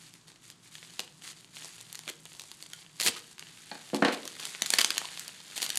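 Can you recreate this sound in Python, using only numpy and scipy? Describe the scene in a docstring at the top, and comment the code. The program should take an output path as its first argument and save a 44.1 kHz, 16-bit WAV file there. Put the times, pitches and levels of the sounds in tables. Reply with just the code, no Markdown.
"""Knife and hands open bubble wrap

A knife tip pokes and slits the wrap round a small object, close by in a small room; the knife is laid on
a wooden table, then both hands pull the wrap open. Buckling film is impulses and flutter through resonances;
bubbles and table are decaying sines; bumps, clacks, room noise and hum are shaped noise.
"""
import sys
import numpy as np
from scipy import signal
from scipy.fft import rfft, irfft
from scipy.io import wavfile

SR = 44100
rng = np.random.default_rng(int(sys.argv[2]) if len(sys.argv) > 2 else 0)


def digitize_waveform(pressure):
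    """Quantize a signal to 16-bit integers and store it at the path in sys.argv[1].

    Rows of a 2-D input are taken as channels; values are limited to [-1, 1].
    """
    field = np.atleast_2d(pressure).T
    bounded = np.clip(field, -1, 1)
    quanta = np.round(bounded * 32767).astype(np.int16)
    wavfile.write(sys.argv[1], SR, quanta)


N = 254898
KNIFE_END_S = 3.38  # the knife leaves the film and the fingers take over


def gain_of(db):
    """Decibels to an amplitude factor."""
    return 10 ** (np.asarray(db) / 20)


def evened(x):
    """Scales to rms 1."""
    return x / np.sqrt(np.mean(x ** 2) + 1e-20)


def read(points, hz):
    """Reads a table on a log-frequency axis."""
    f, value = np.transpose(points)
    return np.interp(np.log(hz + 1), np.log(f + 1), value)


def add(mix, s, sound):
    """Mixes a sound in at a time in seconds, cut off at the end of the mix."""
    part = mix[max(round(s * SR), 0):][:len(sound)]
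    part += sound[:len(part)]


def coloured(x, points, size=4096):
    """Minimum-phase filter with the given spectrum, so that clicks keep their sharp front."""
    hz = abs(np.fft.fftfreq(size, 1 / SR))
    log_gain = np.log(gain_of(read(points, hz)))
    spectrum = np.exp(np.conj(signal.hilbert(log_gain)))
    taps = np.fft.ifft(spectrum).real[:size // 2]
    return signal.oaconvolve(x, taps)[:len(x)]


def ring(x, hz, q):
    """One damped resonance, gain 1 at its centre."""
    w = 2 * np.pi * min(hz, SR / 2 - 1000) / SR
    a = np.sin(w) / (2 * q)
    return signal.lfilter([a, 0, -a], [1 + a, -2 * np.cos(w), 1 - a], x)


def buckle(hz, push_db, flutter, flutter_s, q, push_hz=600, push_q=0.69, size=700):
    """A crease flips: an impulse and brief flutter ring the crease and push the sheet round it."""
    t = np.arange(size) / SR
    shiver = rng.standard_normal(size) * np.exp(-t / flutter_s) * (1 - np.exp(-t / .0003))
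    drive = evened(1. * (t == 0)) + flutter * evened(shiver)
    crease = evened(ring(drive, hz, q))
    sheet = evened(ring(ring(drive, push_hz, push_q), push_hz, push_q))
    sound = crease + gain_of(push_db) * sheet
    return sound / np.linalg.norm(sound)


def crackle(length, per_s, spread_db, hz, scatter, push_db, count=36):
    """Many tiny creases of different pitch flip at random, a few much harder than the rest."""
    hardness_db = spread_db * np.minimum(rng.exponential(1, length), 4)
    size = gain_of(hardness_db) * rng.choice([-1, 1], length)
    clicks = size * (rng.random(length) < per_s / SR)
    crease = rng.integers(0, count, length)
    pitches = hz * np.exp(scatter * np.linspace(-1, 1, count))
    out = np.zeros(length)
    for k, pitch in enumerate(pitches):
        grain = buckle(pitch, push_db, flutter=.6, flutter_s=.0008, q=1.3)
        out += signal.oaconvolve(clicks * (crease == k), grain)[:length]
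    return evened(out)


def air(hiss_db=-62):
    """Steady room noise with a low hum: noise through narrow resonances, so that it wavers."""
    # spectrum of the room noise: (frequency [Hz], relative density [dB per Hz])
    air_colour = [(25, 3), (60, -11), (90, -17), (118, -13.5), (160, 2), (220, -6.5), (350, -6.5),
                  (520, -20.5), (1000, -15), (3000, -22.5), (8000, -21.5), (12000, -49), (16000, -55)]
    # hum: (frequency [Hz], bandwidth [Hz], level [dB])
    hum_bands = [(115, 6.7, -72.5), (156.2, 7.9, -68)]
    hz = np.fft.rfftfreq(N, 1 / SR)
    hiss = evened(irfft(rfft(rng.standard_normal(N)) * gain_of(read(air_colour, hz)), N))
    hum = np.zeros(N)
    for f, width, db in hum_bands:
        hum += gain_of(db) * evened(ring(rng.standard_normal(N), f, f / width))
    return gain_of(hiss_db) * hiss + hum


def motion():
    """How fast the film slides: a stir in the grip, separate pushes of the knife, one long pull of the hands."""
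    # separate pushes of blade and thumb over the film: (start [s], length [s], relative level [dB])
    strokes = [(-.02, .11, -53.5), (0.101, 0.075, -59), (0.267, 0.036, -53.5), (0.4, 0.11, -55),
               (0.612, .07, -56.5), (0.69, 0.099, -53), (0.718, 0.33, -54), (1.204, .11, -45.5),
               (1.346, 0.061, -56), (1.502, 0.19, -47.5), (1.673, 0.15, -51.5), (1.77, 0.36, -55),
               (2.206, 0.34, -56.5), (2.553, 0.11, -56), (2.662, 0.16, -56), (2.916, 0.28, -48.5),
               (3.19, 0.14, -55.5)]
    # the hands turn the bundle and pull it open without a pause: (time [s], relative effort [dB])
    pull_curve = [(3.41, -55), (3.8, -53), (4.2, -51), (4.36, -48.5), (4.46, -42), (4.59, -48), (4.8, -38),
                  (5.08, -47), (5.2, -46.5), (5.42, -54), (5.53, -49), (5.61, -44), (5.78, -44)]
    loose_db, firm_db, firm_s = -66, -61, 0.8  # the wrap never quite rests: loose grip, then firm from firm_s
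    rise_share, release_s = 0.39, 0.015  # a push builds up over this share of its length, holds, and dies away
    takeover_s = 0.024
    t = np.arange(N) / SR
    takeover = np.clip((t - KNIFE_END_S) / takeover_s, 0, 1)
    pull = gain_of(np.interp(t, *np.transpose(pull_curve))) * takeover
    grip = gain_of(np.where(t < firm_s, loose_db, firm_db))
    power = grip ** 2 + pull ** 2
    for s, length_s, db in strokes:
        swell = np.sin(np.pi / 2 * np.clip((t - s) / (rise_share * length_s), 0, 1)) ** 2
        release = np.exp(-np.maximum(t - s - length_s, 0) / release_s)
        power = power + (gain_of(db) * swell * release) ** 2
    return np.sqrt(power)


def rustle(db=1.5, top_hz=10800):
    """The wrap crackles as fast as the hands move it: coarse where slack, fine where taut."""
    # share of fine crackle in the power: the blade stretches the film, the fingers leave it slacker
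    taut = np.where(np.arange(N) / SR < KNIFE_END_S, 0.83, 0.68)
    coarse = crackle(N, per_s=1100, spread_db=2.0, hz=3100, scatter=0.49, push_db=-12.5)
    fine = crackle(N, per_s=1500, spread_db=2.5, hz=6800, scatter=0.44, push_db=-34.0)
    blend = np.sqrt(1 - taut) * coarse + np.sqrt(taut) * fine
    # the rustle is soft in the highest treble
    return signal.lfilter(*signal.butter(2, top_hz, fs=SR), gain_of(db) * motion() * blend)


def small_snaps(db=-4, top_hz=9000):
    """Now and then a larger crease snaps, as hard as the film is being moved, its highest treble softened."""
    ticks = crackle(N, per_s=26, spread_db=2.5, hz=3800, scatter=0.53, push_db=-10.5)
    softened = signal.lfilter(*signal.butter(2, top_hz, fs=SR), ticks)
    return gain_of(db) * motion() * softened


def room(x, first_s=.004, count=3, turn_hz=1.691):
    """Dense reflections, each band dying at its own speed; several echo sets take turns at a steady rate."""
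    # decay of the room: (frequency [Hz], time to fall 60 dB [s])
    decay = [(150, 0.47), (400, 0.63), (1000, 0.34), (3000, 0.33), (7000, 0.21), (14000, 0.14)]
    # colour and strength of what the room gives back: (frequency [Hz], gain [dB])
    wet_colour = [(150, -16), (500, -8.5), (1500, -11), (4000, -11.5), (8000, -11), (14000, -17.5)]
    out, clock = np.zeros(N), np.arange(N) / SR
    for k in range(count):
        sparse = rng.standard_normal(SR) * (rng.random(SR) < .25)
        taps = sparse * (np.arange(SR) / SR > first_s)
        hz, t, z = signal.stft(taps, SR, nperseg=256)
        t60 = read(decay, hz)[:, None]
        fading = z * gain_of(-60 * t / t60) / np.sqrt(t60)
        tail = signal.istft(fading, SR, nperseg=256)[1]
        share = np.cos(np.pi * (turn_hz * clock + k / count)) * np.sqrt(2 / count)
        out += signal.fftconvolve(x * share, tail / np.linalg.norm(tail))[:N]
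    return coloured(out, wet_colour)


def snaps(db=21.0, bubble_db=-11, bubble_q=12, scatter=0.478):
    """Single large buckles; the harder ones flutter more, and each rings two bubbles beside it."""
    # loud buckles: (time [s], relative level [dB], crease pitch [Hz], dull push of the whole sheet [dB])
    snap_list = [(.139, -44.5, 4900, -17), (0.5017, -40.5, 4600, -16), (.7539, -40, 3600, -23),
                 (0.9942, -24.5, 3100, -12), (1.003, -31.5, 4500, -10.5), (1.2767, -38.5, 3560, -23),
                 (1.8115, -39.5, 6030, -31), (1.9282, -34, 7760, -21), (1.9478, -40, 3100, -18),
                 (1.9544, -33, 5870, -27), (1.9918, -35, 4800, -14), (2.0785, -32.5, 3300, -40),
                 (2.2546, -40, 5770, -8.5), (2.3966, -34, 4140, -22), (2.4182, -42, 6100, -16),
                 (2.516, -37.5, 4170, -10.5), (2.6256, -36.5, 5650, -17), (2.7343, -34.5, 4470, -27),
                 (3.0004, -23.5, 4430, -27), (3.0101, -23.5, 5400, -13), (3.016, -24, 4800, -34),
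                 (3.0275, -27, 4000, -28), (3.0633, -21, 4250, -16), (3.0679, -22, 5000, -18),
                 (3.074, -17, 4830, -35), (3.0826, -22, 4030, -11.5), (3.382, -44, 2660, -27),
                 (3.3948, -35.5, 4900, -39), (3.9459, -28, 3920, -6), (4.2542, -33.5, 4840, -6.5),
                 (4.2773, -30.5, 5070, -39), (4.4, -34, 5200, -10.5), (4.4537, -28.5, 4600, -19),
                 (4.6208, -17, 4500, -15), (4.661, -25.5, 5300, -35), (4.6665, -30.5, 5400, -27),
                 (4.7038, -17, 5450, -19.5), (4.7375, -15, 4100, -10), (4.7856, -15.5, 3950, -18),
                 (4.7887, -16.5, 3800, -12.5), (4.7963, -22, 3950, -10), (4.8141, -16, 4700, -30),
                 (4.846, -16, 4070, -12.5), (4.861, -31, 5060, -40), (4.905, -20, 4040, -21),
                 (4.9704, -31, 2820, -5), (4.98, -19, 4500, -44), (5.0164, -35, 1870, 3.5),
                 (5.1748, -34.5, 3100, -23), (5.1955, -29.5, 6200, -41), (5.28, -32.5, 5860, -16),
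                 (5.5784, -29, 4770, -13.5), (5.6197, -26.5, 4800, -14), (5.628, -22, 4330, -17),
                 (5.664, -28.5, 4300, -14), (5.693, -30.5, 5370, -14), (5.7026, -23, 4230, -20.5),
                 (5.7569, -26.5, 5800, -27), (5.7729, -19, 7140, -18)]
    # flutter against the first impulse: share at -30 dB in the table, and growth per dB
    flutter_share, flutter_growth = .85, .05
    out = np.zeros(N)
    for s, level_db, hz, push_db in snap_list:
        flutter = flutter_share * np.exp(flutter_growth * (level_db + 30))
        snap = buckle(hz, push_db, flutter, flutter_s=.0012, q=.8)
        bubbles = np.zeros(len(snap))
        for low, high in [(-5.0, 0.074), (-0.029, 1.0)]:  # one mostly below the crease pitch, one mostly above
            bubble_hz = hz * np.exp(scatter * rng.uniform(low, high))
            bubbles += ring(snap, bubble_hz, bubble_q)
        snap = snap + gain_of(bubble_db) * bubbles / np.linalg.norm(bubbles)
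        add(out, s, gain_of(level_db + db) * snap / np.linalg.norm(snap))
    return out


def pings():
    """The skin of one flicked taut bubble swings freely for a few milliseconds as a decaying sine."""
    # flicked bubbles: (time [s], relative level [dB], pitch [Hz], time to fall 60 dB [s])
    ping_list = [(0.7535, -44, 3280, 0.041), (2.7328, -50.5, 1450, 0.082), (2.7341, -40.5, 3130, 0.039),
                 (4.6202, -17.5, 3300, 0.012), (4.6215, -29, 6930, 0.018), (4.736, -25.5, 1760, 0.028),
                 (4.8467, -8.5, 6200, 0.0082), (4.905, -46, 1750, 0.013), (4.9796, -23, 4700, 0.014),
                 (5.0455, -38.5, 1020, 0.033)]
    out, t = np.zeros(N), np.arange(SR // 5) / SR
    for s, db, hz, t60 in ping_list:
        add(out, s, gain_of(db - 60 * t / t60) * np.sin(2 * np.pi * hz * t))
    return out


def jolts(q=0.99):
    """Dull noise bumps of the wrapped object, cushioned by the bubbles and the hand."""
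    # the blade gives way and the object jerks: (time [s], length [s], level [dB], pitch [Hz])
    jolt_list = [(0.991, 0.023, -55, 333), (2.072, 0.034, -49, 355), (3.056, .045, -42.5, 243)]
    out = np.zeros(N)
    for s, length_s, db, hz in jolt_list:
        push = rng.standard_normal(int(length_s * SR))
        bump = ring(ring(np.pad(push, (0, 1500)), hz, q), hz, q)
        add(out, s, gain_of(db) * bump * np.sqrt(len(push)) / np.linalg.norm(bump))
    return out


def rips():
    """A crease runs or the blade rips through: short dense runs of buckling."""
    # runs: (time [s], length [s], relative level [dB], middle pitch [Hz])
    rip_list = [(2.085, 0.018, -35.5, 4600), (2.995, 0.035, -37, 4500), (3.03, .035, -28.5, 6900),
                (3.059, 0.038, -26, 4440), (3.161, 0.026, -42, 2720), (3.945, 0.029, -38.5, 4000),
                (4.12, .031, -36.5, 3780), (4.718, 0.047, -36, 5040), (4.785, 0.0157, -24, 3450),
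                (4.806, 0.0092, -23.5, 3970), (4.818, 0.017, -38, 6000), (5.556, .035, -36.5, 5150),
                (5.611, .049, -33, 5540)]
    out = np.zeros(N)
    for s, length_s, db, hz in rip_list:
        run = crackle(int(length_s * SR), per_s=2600, spread_db=2.5, hz=hz, scatter=0.72, push_db=-16.5)
        add(out, s, gain_of(db) * run * signal.windows.tukey(len(run), .25))
    return out


def pricks(start_s=2.14, end_s=2.83, db=-60, hz=7500):
    """The knife tip creeps over the taut film in tiny separate ticks."""
    out = np.zeros(N)
    length = int((end_s - start_s) * SR)
    ticks = crackle(length, per_s=55, spread_db=2.5, hz=hz, scatter=.2, push_db=-30)
    add(out, start_s, gain_of(db) * evened(ring(ticks, hz, 1.)))
    return out


def knocks(db=-26, low_hz=450, baffle_hz=160):
    """Each blow rings table and blade with a clack, crack and rattle; a softer contact dulls them all."""
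    # the knife meets the table: (time [s], relative level [dB], hardness as a low-pass corner [Hz],
    # weight of the handle on the low modes [dB], ring of the blade [dB])
    blows = [(3.7146, -19.5, 4170, -1.5, 7.5), (3.753, -26, 5000, -1, 6), (3.9321, 0.5, 484, -2, -18),
             (3.9461, -6, 600, 0, -6), (4.0225, 2.5, 2310, 2, -30), (4.0483, 2, 4830, -12.5, -4),
             (4.0831, -6, 5000, -3, -4)]
    # modes of the table top: (frequency [Hz], relative level [dB], time to fall 60 dB [s])
    table_modes = [(160, -46, .14), (217.3, -4.5, 0.26), (283, 0.5, 0.11), (303, -3.5, 0.076),
                   (360, -7, 0.16), (478, -6, 0.091), (503, -4, 0.066), (571, -7, 0.049), (614, -7, 0.1),
                   (691, -7.5, 0.15), (743, -5, 0.15), (800, -9, 0.17), (1046, -11, 0.084),
                   (1470, -21, .12), (1523, -10, 0.25), (1693, -12, 0.099), (1840, -5, 0.043),
                   (1880, -15, 0.12), (2570, -9, 0.043), (2920, -20, .1), (3090, -11, .1),
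                   (3500, -21, 0.068)]
    # the knife, damped by the hand: (frequency [Hz], relative level [dB], time to fall 60 dB [s])
    blade_modes = [(846, -0.5, 0.11), (893, -7, 0.064), (1643, -7, 0.12), (2420, -3, 0.028),
                   (4430, 6, 0.019), (4360, 2, 0.022)]
    # the crowd of short-lived modes of board and handle: (frequency [Hz], relative density [dB per Hz])
    clack_colour = [(80, -33.5), (160, -11), (230, 6), (450, -1.5), (800, -1), (1200, -3.5), (1700, -4),
                    (2500, -6), (4500, -10.5), (5400, -14.5), (9000, -17), (15000, -31)]
    # relative level [dB] and decay [s] of each noise part
    clack_db, clack_s = 4, 0.0056
    rattle_db, rattle_s = -3.5, .042  # the knife rattles on the wood
    crack_db, crack_s = 8, 0.0017
    out, t = np.zeros(N), np.arange(SR // 2) / SR
    hz, mode_db, t60 = np.transpose(table_modes)[:, :, None]
    ringing = gain_of(mode_db - 60 * t / t60) * np.sin(2 * np.pi * hz * t)
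    blade = np.zeros(len(t))
    for f, ring_db, ring_s in blade_modes:
        blade += gain_of(ring_db - 60 * t / ring_s) * np.sin(2 * np.pi * f * t)
    for s, level_db, hard_hz, weight_db, blade_db in blows:
        # each mode starts up or down at this spot
        place = rng.choice([-1, 1], hz.shape) * gain_of(weight_db / (1 + (hz / low_hz) ** 4))
        place = np.where(hz < low_hz, abs(place), place)  # the lowest modes all start with the push
        modes = (place * ringing).sum(0)
        fade = gain_of(clack_db) * np.exp(-t / clack_s) + gain_of(rattle_db) * np.exp(-t / rattle_s)
        clack = evened(coloured(rng.standard_normal(len(t)), clack_colour)) * fade
        # only a hard contact lets the crack through
        crack = gain_of(crack_db) * rng.standard_normal(len(t)) * np.exp(-t / crack_s)
        blow = modes + clack + crack + gain_of(blade_db) * blade
        contact = signal.butter(2, min(hard_hz, SR / 4), fs=SR)
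        add(out, s, gain_of(level_db + db) * signal.lfilter(*contact, blow))
    # the board is too small to radiate deep bass
    return signal.sosfilt(signal.butter(6, baffle_hz, "high", fs=SR, output="sos"), out)


def scene(table_wet_db=3):
    """The wrap is near; the table spreads more of its sound into the room."""
    # colour of the film as the microphone picks it up: (frequency [Hz], gain [dB])
    picked_up_colour = [(90, -25), (200, 3.5), (380, -3.5), (600, -6.5), (1100, 6), (1700, 2.5),
                        (2400, -0.5), (3300, 1), (4700, -0.5), (5400, -6), (6700, -2), (9500, -1.5),
                        (12000, -3), (14000, -6.5), (16000, -20)]
    film = rustle() + small_snaps() + snaps() + pings() + rips() + pricks()
    wrap = coloured(film, picked_up_colour) + jolts()
    table = knocks()
    reflections = room(wrap + gain_of(table_wet_db) * table)
    return (wrap + table + reflections + air())[None]


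def record(dry, edge_hz=16300):
    """The microphone sheds the deep bass; then a steep low-pass limits the band."""
    thin = signal.sosfilt(signal.butter(2, 70, "high", fs=SR, output="sos"), dry)
    band_limit = signal.firwin(255, edge_hz, window=("kaiser", 9), fs=SR)
    return signal.oaconvolve(thin, band_limit[None], "same")


dry = scene()
out = record(dry)
digitize_waveform(out)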